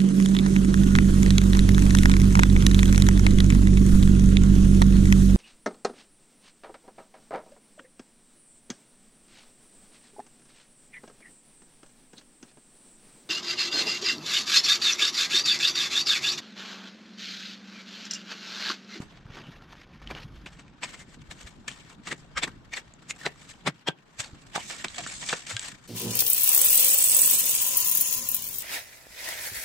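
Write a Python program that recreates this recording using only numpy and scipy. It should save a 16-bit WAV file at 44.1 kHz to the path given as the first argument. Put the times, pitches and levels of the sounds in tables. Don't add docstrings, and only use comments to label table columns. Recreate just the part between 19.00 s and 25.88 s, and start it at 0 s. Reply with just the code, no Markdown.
import sys
import numpy as np
from scipy import signal
from scipy.fft import rfft, irfft
from scipy.io import wavfile
from scipy.ndimage import uniform_filter1d, map_coordinates

SR = 44100
rng = np.random.default_rng(int(sys.argv[2]) if len(sys.argv) > 2 else 0)


def waveform_to_disk(signal):
    frames = np.transpose(np.atleast_2d(signal))
    scaled = np.clip(frames, -1, 1) * 32767
    samples = np.round(scaled).astype(np.int16)
    wavfile.write(sys.argv[1], SR, samples)


def ratio_of_db(decibels):
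    return 10 ** (np.asarray(decibels, float) / 20)


N = 303259


def unit(x):
    return x / np.sqrt(np.mean(x ** 2) + 1e-20)


def along(points, hz):
    f, v = np.transpose(points)
    return np.interp(np.log(hz + 1), np.log(f + 1), v)


def curves(rows):
    s, *cols = np.transpose(rows)
    return [np.interp(np.arange(N) / SR, s, c) for c in cols]


def wobble(rate):
    knots = rng.standard_normal(int(N * rate / SR) + 4)
    return map_coordinates(knots, [np.arange(N) * rate / SR])


def body(spectrum, modes=(), modes_db=0):
    hz = np.fft.rfftfreq(4096, 1 / SR)
    peaks = sum(ratio_of_db(db + modes_db) ** 2 / (1 + (2 * (hz - c) / w) ** 2) ** 2 for c, w, db in modes)
    gain = np.sqrt(ratio_of_db(along(spectrum, hz)) ** 2 + peaks) + 1e-6
    cepstrum = irfft(np.log(gain))
    cepstrum[1:len(hz) - 1] *= 2
    cepstrum[len(hz):] = 0
    response = irfft(np.exp(rfft(cepstrum)))
    return response / np.linalg.norm(response)


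def through(x, response):
    return signal.fftconvolve(x, response[None], axes=1)[:, :N]


def pair(a, b, alike):
    turn = np.arccos(np.clip(alike, -1, 1)) / 2
    middle, edge = np.cos(turn) * a, np.sin(turn) * b
    return np.array([middle + edge, middle - edge])


def patches(depth_db):
    z = signal.stft(rng.standard_normal((2, N)), nperseg=256)[2]
    field = uniform_filter1d(rng.standard_normal(z.shape[1:]), size=3, axis=0)
    field = uniform_filter1d(field, size=7, axis=1)
    return unit(signal.istft(z * ratio_of_db(depth_db * unit(field)), nperseg=256)[1][:, :N])


def grains(rate, spread_db, share, patchy_db):
    hit, size, sign = rng.random((3, N))
    contacts = (hit < rate / SR) * ratio_of_db(-spread_db * np.log(size + .04)) * np.sign(sign - .5)
    a, b = patches(patchy_db)
    share = np.clip(share, 0, 1)
    return np.sqrt(1 - share) * a + np.sqrt(share) * unit(contacts), b


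def hump(ms, rise, fall, sharp):
    return np.exp(-np.where(ms < 0, -ms / max(rise, 1), ms / max(fall, 1)) ** sharp)


def swells(rows, wander, sharp):
    half = SR // 5
    out, t = np.zeros(N + 2 * half), np.arange(-half, half) / SR
    all_kicks = rng.standard_normal((len(rows), 2 * half))
    for (s, hz, db, rise, fall), kicks in zip(rows, all_kicks):
        shake = wander * min(rise / 4, 1) * np.cumsum(kicks)
        tone = np.sin(2 * np.pi * hz * t + shake)
        out[round(s * SR):][:len(t)] += ratio_of_db(db) * hump(1e3 * t, rise, fall, sharp) * tone
    return out[half:half + N]


# time in seconds, strength in dB.
SLIDING = [(0, -55), (.5, -67), (.76, -72), (1.1, -57.5), (1.57, -60), (2.05, -61), (2.83, -55.5),
           (2.97, -58), (4.75, -58.5), (4.94, -64), (5.45, -56.5), (5.69, -46), (5.73, -45), (5.85, -52),
           (6.32, -44.5), (6.48, -54), (6.7, -60), (6.88, -54)]
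SLIDE_SAND_DB, SAND_GROWS = -5, 2.47
HUSH_DB, HUSH_GROWS = -58, 0.18
GRAINY = .17


def gravel():
    grit, thud, sand = swarms()
    (slide_db,), (sandy_db,) = curves(SLIDING), curves(SANDINESS)
    sand_db = SLIDE_SAND_DB + sandy_db - 58 + SAND_GROWS * (slide_db + 58)
    hush_db = HUSH_DB + HUSH_GROWS * gust()
    near = grit / (grit + ratio_of_db(slide_db + 3.0) ** 2)
    lumps = ratio_of_db(1.5 * wobble(60) + 1.3 * wobble(15) + 1.8 * wobble(170))

    slide, loose_sand = ratio_of_db(slide_db) ** 2, ratio_of_db(sand_db) ** 2
    blade = blade_grit(np.sqrt(grit + slide) * lumps, near)
    stirred = np.sqrt(grit + HEAVY_DUST * thud + 5.8 * sand + slide + 3.5 * loose_sand)
    cloud = dust(stirred, lumps)
    hiss = sand_hiss(np.sqrt(sand + loose_sand) * lumps, near)
    lows = clods(np.sqrt(thud + ratio_of_db(hush_db) ** 2), near)
    lean = np.array([[1], [-1]])
    return ratio_of_db(-3.5) * blade + ratio_of_db(DUST_SIDE_DB * lean) * cloud + ratio_of_db(-5.5) * hiss + ratio_of_db(-2.02) * lows


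# peak in seconds, grit in dB, thud in dB against grit, length in ms.
BITES = [(1.111, -41, 5, 13), (1.839, -30.5, -8.5, 17.2), (1.943, -44, -7, 18), (2, -46, -19, 30),
         (2.313, -39.5, -12, 15.3), (3.075, -33.5, -11.5, 24.6), (3.38, -25, -13.5, 12.5),
         (3.435, -22, -15, 13.7), (3.478, -41, 4.5, 12.2), (3.736, -34.5, -16, 15),
         (3.772, -34.5, -15, 18.6), (4.101, -29, -59, 11.4), (4.216, -42.5, -7, 36),
         (4.262, -32.5, -4, 15.4), (4.673, -20.5, -1.5, 12.4), (4.882, -28, 0, 11.8),
         (5.204, -30, -47, 16.3), (5.557, -26, -16, 14.6), (6.506, -35.5, -40, 21)]
# peak in seconds, grit in dB, thud in dB against grit, length in ms.
PATTER = [(.177, -51.5, -10, 86), (0.372, -42, -2.5, 50), (.518, -52, -2.5, 26), (1.022, -46, -3, 4.6),
          (1.356, -51, -31, 35), (1.535, -48, -16, 23), (1.89, -44.5, -8, 31), (2.1, -54.5, -7, 27),
          (2.144, -46, -7, 10), (2.218, -53, -6, 5.6), (2.901, -48.5, -8, 15), (2.929, -46, -3, 10.5),
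          (4.157, -50, -5, 38), (4.493, -49, -30, 20), (5.249, -40, -14, 30), (3.18, -61, -48, 38),
          (4.027, -54, -1, 11), (4.581, -54.5, 0, 0.69), (5.347, -52.5, 1, 8.3), (5.42, -54, -33, 9),
          (5.47, -49, -34, 6.4), (1.18, -48, -10, 22), (2.645, -54, 2, 6.5), (2.77, -49.5, -6, 38),
          (3.127, -36, -4, 5), (5.606, -40.5, -21, 38), (6.005, -38, -8, 5), (6.125, -41, -36, 16),
          (6.64, -38, -19, 50)]
# peak in seconds, grit in dB, thud in dB against grit, length in ms.
LANDINGS = [(.124, -53.5, 3, 15), (.439, -51, -1, 230), (0.622, -49, -9, 18), (1.596, -42.5, -8, 17),
            (2.471, -44.5, -16, 30), (3.116, -29.5, -12.5, 10.5), (4.419, -50, -11, 160),
            (5.949, -42, -23, 33), (6.041, -37, -15, 18), (.28, -68, 16, 15), (6.227, -33, -9.5, 24)]
# peak in seconds, grit in dB, thud in dB against grit, length in ms.
KNOCKS = [
    (1.15, -41, -2.5, 51),
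    (1.461, -32.5, -15, 12),
    (2.68, -31, -24, 19.3),
    (5.701, -32.5, -11, 72),
    (5.844, -27.5, 0.5, 8.8),
    (5.982, -28.5, -19, 17.4),
    (6.063, -37.5, -50, 66),
    (6.289, -29, -15, 57),
    (6.328, -24, -12, 15.7),
    (6.468, -36, -27, 69),
]
# peak in seconds, grit in dB, thud in dB against grit, rise in ms.
DRAGS = [
    (0.024, -44.5, 1.5, 30),
    (0.728, -42.5, -7.5, 21),
    (0.844, -49.5, -16, 79),
    (1.239, -45, -32, 192),
    (2.432, -45, -10, 48),
    (5.285, -50.5, -24, 81.6),
    (6.689, -41.5, -18, 121),
    (4.52, -52, -28, 40),
    (5.81, -46, -25, 60),
    (5.965, -45, -25, 30),
]
# time in seconds, sand in dB against grit.
SANDINESS = [(0, -2), (.2, -22), (.45, -31), (1.15, -43), (1.55, -7.5), (2.1, -2.5), (3.1, -4), (5.3, -4),
             (6.0, -3.5), (6.88, 0)]
BITE_RISE, PATTER_RISE, LANDING_RISE = 0.62, 0.87, 0.36
KNOCK_RISE_MS, KNOCK_RISE, DRAG_STOP_MS = 1, .022, 10
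BITE_EDGE, LOOSE_EDGE = 1.25, 0.89
HEAVY_DULLS, LOUD_DULLS = 0.2, 0.2


def swarms():
    rows = [(*r, BITE_RISE * r[3], r[3]) for r in BITES]
    rows += [(*r, PATTER_RISE * r[3], r[3]) for r in PATTER]
    rows += [(*r, LANDING_RISE * r[3], r[3]) for r in LANDINGS]
    rows += [(*r, KNOCK_RISE_MS + KNOCK_RISE * r[3], r[3]) for r in KNOCKS]
    rows += [(*r, r[3], DRAG_STOP_MS) for r in DRAGS]
    power, t, (sandy_db,) = np.zeros((3, N)), np.arange(N) / SR, curves(SANDINESS)
    for k, (s, db, thud_db, _, rise, fall) in enumerate(rows):
        near = slice(max(0, round((s - .4) * SR)), round((s + .4) * SR))
        sand_db = sandy_db[round(s * SR)] - HEAVY_DULLS * (thud_db + 12) - LOUD_DULLS * (db + 38)
        edge = BITE_EDGE if k < len(BITES) else LOOSE_EDGE
        shape = hump(1000 * (t[near] - s), rise, fall, sharp=edge) ** 2
        power[:, near] += ratio_of_db(db + np.array([[0], [thud_db], [sand_db]])) ** 2 * shape
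    return power


# frequency in Hz, level in dB.
GRIT_COLOUR = [(250, -69), (500, -7), (900, -8), (1300, -4.5), (4500, -8), (6500, -15), (8500, -34),
               (12000, -120)]
# frequency in Hz, width in Hz, level in dB.
BLADE_MODES = [(1250, 2200, -38), (1810, 330, 2.5), (2260, 340, 0), (2710, 120, -2.5), (3110, 1630, -3.5),
               (4160, 260, -49)]


def blade_grit(drive, near):
    a, b = grains(700, 4.6, GRAINY + 0.097 * near, patchy_db=2.5)
    return through(drive * pair(a, b, 0.019 + 0.22 * near), body(GRIT_COLOUR, BLADE_MODES, modes_db=-1.0))


# frequency in Hz, level in dB.
DUST_COLOUR = [(6000, -44), (8500, -13), (9500, -11), (11000, -11.5), (12800, -11), (14000, -20),
               (15000, -29), (16500, -120)]
DUST_DB, DUST_SIDE_DB, HEAVY_DUST = -32.5, 1.5, 2.2
DUST_GROWS, DUST_AT_DB = .86, -45


def dust(stirred, lumps):
    drive = ratio_of_db(DUST_AT_DB) * (stirred / ratio_of_db(DUST_AT_DB)) ** DUST_GROWS
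    drive = drive * lumps * ratio_of_db(DUST_DB + 3.2 * wobble(4.26))
    return through(drive * pair(*grains(1500, 5, .3, patchy_db=3), .05), body(DUST_COLOUR))


# frequency in Hz, level in dB.
SAND_COLOUR = [(2500, -40.5), (3500, -8.5), (4800, -9.5), (6300, -7), (7800, -2), (8600, -10),
               (9500, -19.5), (10300, -33), (13000, -120)]


def sand_hiss(drive, near):
    a, b = grains(1100, 5.8, GRAINY + 0.16 * near, patchy_db=2.5)
    return through(drive * pair(a, b, 0.039 + 0.66 * near), body(SAND_COLOUR))


# frequency in Hz, level in dB.
CLOD_COLOUR = [(50, -51.5), (150, 2), (300, -1.5), (700, -4), (1000, -3.5), (1600, -5), (3000, -120)]


def clods(drive, near):
    a, b = grains(300, 8.3, 0.087, patchy_db=2.5)
    return through(drive * pair(a, b, 0.24 + 0.6 * near), body(CLOD_COLOUR))


# time in seconds, peak in dB, pitch in Hz.
STONES = [(1.8372, -17, 2730), (2.6808, -20, 2190), (2.7142, -23, 3220), (3.0709, -19, 1760),
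          (3.1128, -21, 1910), (3.3727, -14, 2230), (3.4316, -16, 3450), (3.7364, -21, 2250),
          (4.1076, -14, 2210), (5.2026, -19, 1650), (5.5598, -10, 1300), (5.8446, -15, 2300),
          (5.882, -17, 3900), (6.2884, -16, 4370), (6.2936, -12, 3600), (6.0705, -25, 7000),
          (6.2243, -25, 3000), (6.4672, -27, 2240), (6.5655, -9, 3400), (6.5934, -11, 7800)]
# time in seconds, peak in dB, pitch in Hz.
PEBBLES = [(.3691, -35, 1500), (.7302, -36, 999), (.7527, -41, 1450), (1.073, -27, 3060),
           (1.1099, -32, 2380), (1.1493, -27, 2700), (1.4621, -24, 2400), (1.6796, -43, 2490),
           (2.848, -40, 3000), (3.937, -34, 7350), (4.358, -38, 1030), (.4374, -43, 3000),
           (.6105, -46, 1670), (1.9435, -33, 2210), (2.0921, -44, 5000), (2.3101, -34, 2500),
           (2.4305, -38, 6500), (2.4628, -39, 5000), (4.161, -38, 7500), (4.189, -42, 5000),
           (6.0085, -30, 3500), (6.0352, -33, 2730), (4.5381, -38, 3000), (4.9861, -41, 2500)]
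# time in seconds, peak in dB, pitch in Hz.
CLUNKS = [(.2653, -44, 1320), (.3027, -42, 1580), (1.0161, -41, 1200), (1.1024, -29, 900),
          (3.1265, -22, 1900), (3.4795, -29, 1200), (4.2685, -19, 900), (4.8848, -11, 3200),
          (1.8322, -19, 2400), (4.2627, -11, 1970), (5.5774, -17, 900), (5.7049, -26, 1580),
          (5.9808, -25, 1600), (6.0636, -22, 1770), (6.2975, -20, 2400), (6.3275, -13, 1780),
          (6.3305, -19, 1000), (6.3355, -20, 2600), (6.5106, -21, 1500)]
# frequency in Hz, level in dB.
PORT_COLOUR = [(40, -37.5), (140, 0.5), (8500, 3), (9600, -25), (10500, -25), (13000, -44), (16000, -60)]
STONE_T60_S, CRACK_DB, CRACK_SANDY = .009, -12, 1.1
SNAP_DB, SNAP_T60_S = 4, .0035
STONE_PUSH_DB, PEBBLE_PUSH_DB, CLUNK_PUSH_DB = -54, -6, -14
CLUNK_DULL_DB = -13


def stones():
    out, t, (sandy_db,) = np.zeros(N + SR), np.arange(SR // 10) / SR, curves(SANDINESS)
    rows = [(*r, STONE_PUSH_DB, 0) for r in STONES]
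    rows += [(*r, PEBBLE_PUSH_DB, 0) for r in PEBBLES]
    rows += [(*r, CLUNK_PUSH_DB, CLUNK_DULL_DB) for r in CLUNKS]
    noises = rng.standard_normal((len(rows), 2, len(t)))
    for (s, db, hz, push_db, dull_db), (shake, crack) in zip(rows, noises):
        sandy = sandy_db[round(s * SR)]
        top = uniform_filter1d(crack, size=3 + round(-(dull_db + sandy) / 6))
        low = uniform_filter1d(crack, size=round(SR / hz) + 4)
        snap = ratio_of_db(SNAP_DB + dull_db / 2 - 60 * t / SNAP_T60_S) * (top - low)
        snap = snap * (1 - np.exp(-t * 4000))
        crack_db = CRACK_DB + dull_db + CRACK_SANDY * sandy
        fade = ratio_of_db(-60 * t / STONE_T60_S) * (1 - np.exp(-t * 5000))
        cycles = np.sin(2 * np.pi * hz * t + .2 * np.cumsum(shake))
        tick = fade * (cycles + ratio_of_db(crack_db + 10) * np.diff(crack, prepend=0)) + snap
        push = ratio_of_db(push_db) * np.sin(2 * np.pi * 300 * t / (1 + t / 0.0065)) * ratio_of_db(-60 * t / 0.0077)
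        out[round((s + .0008) * SR):][:len(t)] += ratio_of_db(db - 1) * (tick / np.abs(tick).max() + push)
    return through(out[None, :N], body(PORT_COLOUR) * .65)


# peak in seconds, frequency in Hz, peak in dB, length in ms.
RUBBED = [(1.112, 2346, -40.5, 9.1), (1.115, 544, -38.5, 9.2), (1.838, 1033, -35.5, 8.1),
          (3.078, 1300, -41, 8.7), (3.118, 1910, -30, 8.3), (3.125, 377, -34.5, 14),
          (3.377, 2245, -24.5, 6.9), (3.377, 1250, -27.5, 9.8), (3.376, 3160, -36, 9.1),
          (3.435, 3480, -25.5, 8), (3.436, 1980, -45, 6.2), (3.439, 394, -32, 11.6),
          (3.478, 1860, -33.5, 2.3), (3.739, 2260, -31, 9.6), (3.778, 1866, -31.5, 7.1),
          (4.27, 545, -30.5, 6.4), (4.878, 3225, -27, 6.2), (5.249, 4420, -51, 23), (5.26, 794, -48, 7.1),
          (5.562, 830, -29.5, 9.9), (5.585, 883, -38, 17), (5.61, 2290, -45.5, 28), (5.995, 677, -35, 13.4),
          (6.067, 1770, -39, 9.4), (6.335, 543, -26, 5.5), (6.512, 1500, -30.5, 3.9),
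          (.46, 2920, -52, 25), (1.18, 2920, -49, 25), (1.84, 7910, -36.5, 8), (1.945, 2120, -42.5, 8),
         (2.01, 2086, -49.5, 19), (2.69, 2540, -43, 11), (3.074, 1703, -38, 7.6), (3.076, 2760, -43, 8.1),
         (3.126, 2290, -35, 6.3), (3.376, 1586, -27.5, 9.4), (3.378, 5480, -38.5, 9.5),
         (3.38, 7700, -39, 9), (3.435, 2435, -31.5, 8), (3.437, 3970, -36, 6.9), (3.434, 7580, -32, 5.1),
         (3.738, 1863, -32.5, 8.7), (3.738, 5720, -41, 5), (3.737, 3620, -43, 11), (3.746, 4500, -40, 4.8),
         (3.777, 2750, -40, 5.2), (3.772, 3610, -39, 6.8), (4.105, 7000, -32, 7.5), (4.106, 2170, -37, 6.2),
         (4.258, 1490, -28.5, 8), (4.262, 3980, -30, 7.6), (4.234, 1800, -45, 2.9), (4.676, 683, -30.5, 11),
         (4.678, 2250, -21.5, 4.4), (4.672, 3950, -43, 4.8), (4.676, 8730, -32, 7.5), (4.681, 4970, -36, 6),
         (4.876, 1730, -33, 5.7), (4.878, 940, -31.5, 7.4), (4.895, 3300, -40, 7), (4.88, 5370, -40, 8),
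         (5.605, 2990, -41, 10), (5.735, 2270, -42, 7.2), (5.95, 3400, -47, 9.9), (6.075, 7670, -44, 8),
         (6.272, 2360, -43, 7.9), (6.63, 7800, -45, 20)]
# time in seconds,
# frequency in Hz, peak in dB, fall in ms.
STRUCK = [(2.685, 2120, -41, 9.6), (4.214, 1850, -37, 6.2), (4.8867, 315, -13.5, 1.44),
          (4.887, 1587, -32.5, 18.3), (6.567, 1593, -30.5, 9.2), (4.265, 404, -25.5, 4.2),
          (4.8865, 756, -21, 1.6), (5.561, 690, -33, 4.8), (6.33, 880, -28, 4.6), (4.888, 193, -21.5, 5),
          (5.579, 760, -30, 6.3)]
SING_RISE, RING_RISE_MS = 0.99, 0.94


def song():
    rows = [(s, hz, db, SING_RISE * ms, ms) for s, hz, db, ms in RUBBED]
    rows += [(s, hz, db, RING_RISE_MS, ms) for s, hz, db, ms in STRUCK]
    return through(swells(rows, wander=0.135, sharp=1.36)[None], body(PORT_COLOUR) * .68)


# frequency in Hz, t60 in seconds.
YARD_T60 = [(200, 0.17), (2000, 0.13), (10000, 0.044)]


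def yard(x):
    hz, t, z = signal.stft(rng.standard_normal((2, SR // 4)), SR, nperseg=256)
    decay = ratio_of_db(-60 * t / along(YARD_T60, hz)[:, None])
    tail = signal.istft(z * decay, SR, nperseg=256)[1]
    return signal.fftconvolve(x, tail / np.linalg.norm(tail[0]), axes=1)[:, :N]


# time in seconds, strength in dB.
WIND = [(0.0, -60), (0.46, -57), (0.8, -59), (1.26, -50), (1.82, -62), (2.1, -58.5), (3.02, -60.5),
        (3.52, -56.5), (3.75, -63.5), (4.62, -61), (4.72, -72), (5.02, -81), (5.08, -70), (5.34, -61.5),
        (5.66, -61.5), (6.03, -56), (6.87, -65.5)]


def gust():
    strength_db, = curves(WIND)
    return strength_db - strength_db.mean()


# frequency in Hz, level in dB.
BUFFET_COLOUR = [(12, -20), (25, 1.5), (50, -0.5), (90, -3), (130, -54), (300, -120)]
# frequency in Hz, level in dB.
RUMBLE_COLOUR = [(40, -73), (70, -33.5), (110, -2.5), (145, 0), (230, -5), (300, -8.5), (400, -16.5),
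                 (700, -62), (2000, -120)]
# peak in seconds, frequency in Hz, peak in dB, rise in ms, fall in ms.
PUFFS = [(0.003, 173, -23.5, 0.96, 3.4), (.03, 158, -35, 7.3, 3.9), (.26, 120, -34.5, 5.1, 3.9),
         (0.305, 111, -35, 3.4, 4.6), (1.102, 48.4, -44, 69, 23), (1.25, 135, -37, 6.8, 16),
         (1.314, 68, -44, 16, 12), (1.387, 51, -42, 26, 36), (2.207, 55, -47, 11, 13),
         (2.295, 54, -40, 8.7, 9), (2.458, 57.5, -38, 19, 4.5), (3.364, 49.5, -42, 12, 30),
         (4.678, 141, -26.5, 9.6, 22), (4.686, 174, -34, 27, 10), (5.2, 124, -37, 6.7, 9.1),
         (5.333, 85, -36.5, 2.7, 4.6), (6.551, 105, -35, 16, 18)]
RUMBLE_DB, RUMBLE_GROWS = -56.5, 0.5


def wind():
    buffet_db, rumble_db = curves(WIND)[0], RUMBLE_DB + RUMBLE_GROWS * gust()
    buffet = through(ratio_of_db(0.83 * wobble(16)) * pair(*patches(1.2), 0.2), body(BUFFET_COLOUR))
    rumble = through(ratio_of_db(2.83 * wobble(23)) * pair(*patches(0.46), 0.82), body(RUMBLE_COLOUR))
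    puffs = swells(PUFFS, wander=.015, sharp=1.8)
    return ratio_of_db(buffet_db + 1.5) * unit(buffet) + ratio_of_db(rumble_db + 1.5) * unit(rumble) + puffs


# time in seconds, left minus right in dB.
SHOVEL_SIDE = [
    (0.0, 0),
    (1.26, 1),
    (2.39, 4.5),
    (4.37, 2),
    (4.84, 3),
    (5.75, -1.5),
    (6.88, 4.5),
]
BASS_LEAN, BASS_HZ = 0.07, 700


def scene():
    soil, air = gravel(), wind()
    clicks, tones = stones(), song()
    shovel = soil + clicks + tones + yard(ratio_of_db(-12) * clicks + ratio_of_db(-17) * tones)
    bass = signal.lfilter(*signal.butter(1, BASS_HZ, fs=SR), shovel)
    shovel = shovel - BASS_LEAN * np.array([[1], [-1]]) * bass
    return shovel * ratio_of_db(curves(SHOVEL_SIDE)[0] * np.array([[.4], [-.4]])) + air


def band_limit(x):
    return signal.sosfilt(signal.butter(12, 15200, fs=SR, output="sos"), x)


# time in seconds, side level in dB.
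FOLD = [
    (0, -0.5),
    (.15, -5.5),
    (.34, -12),
    (.4, -50),
    (1.25, -50),
    (1.3, -10),
    (1.9, -1),
    (6.88, 0.5),
]


def record(dry):
    mid = (dry[0] + dry[1]) / 2
    side = (dry[0] - dry[1]) / 2 * ratio_of_db(curves(FOLD)[0])
    return band_limit(np.array([mid + side, mid - side]))


dry = scene()
out = record(dry)
waveform_to_disk(out)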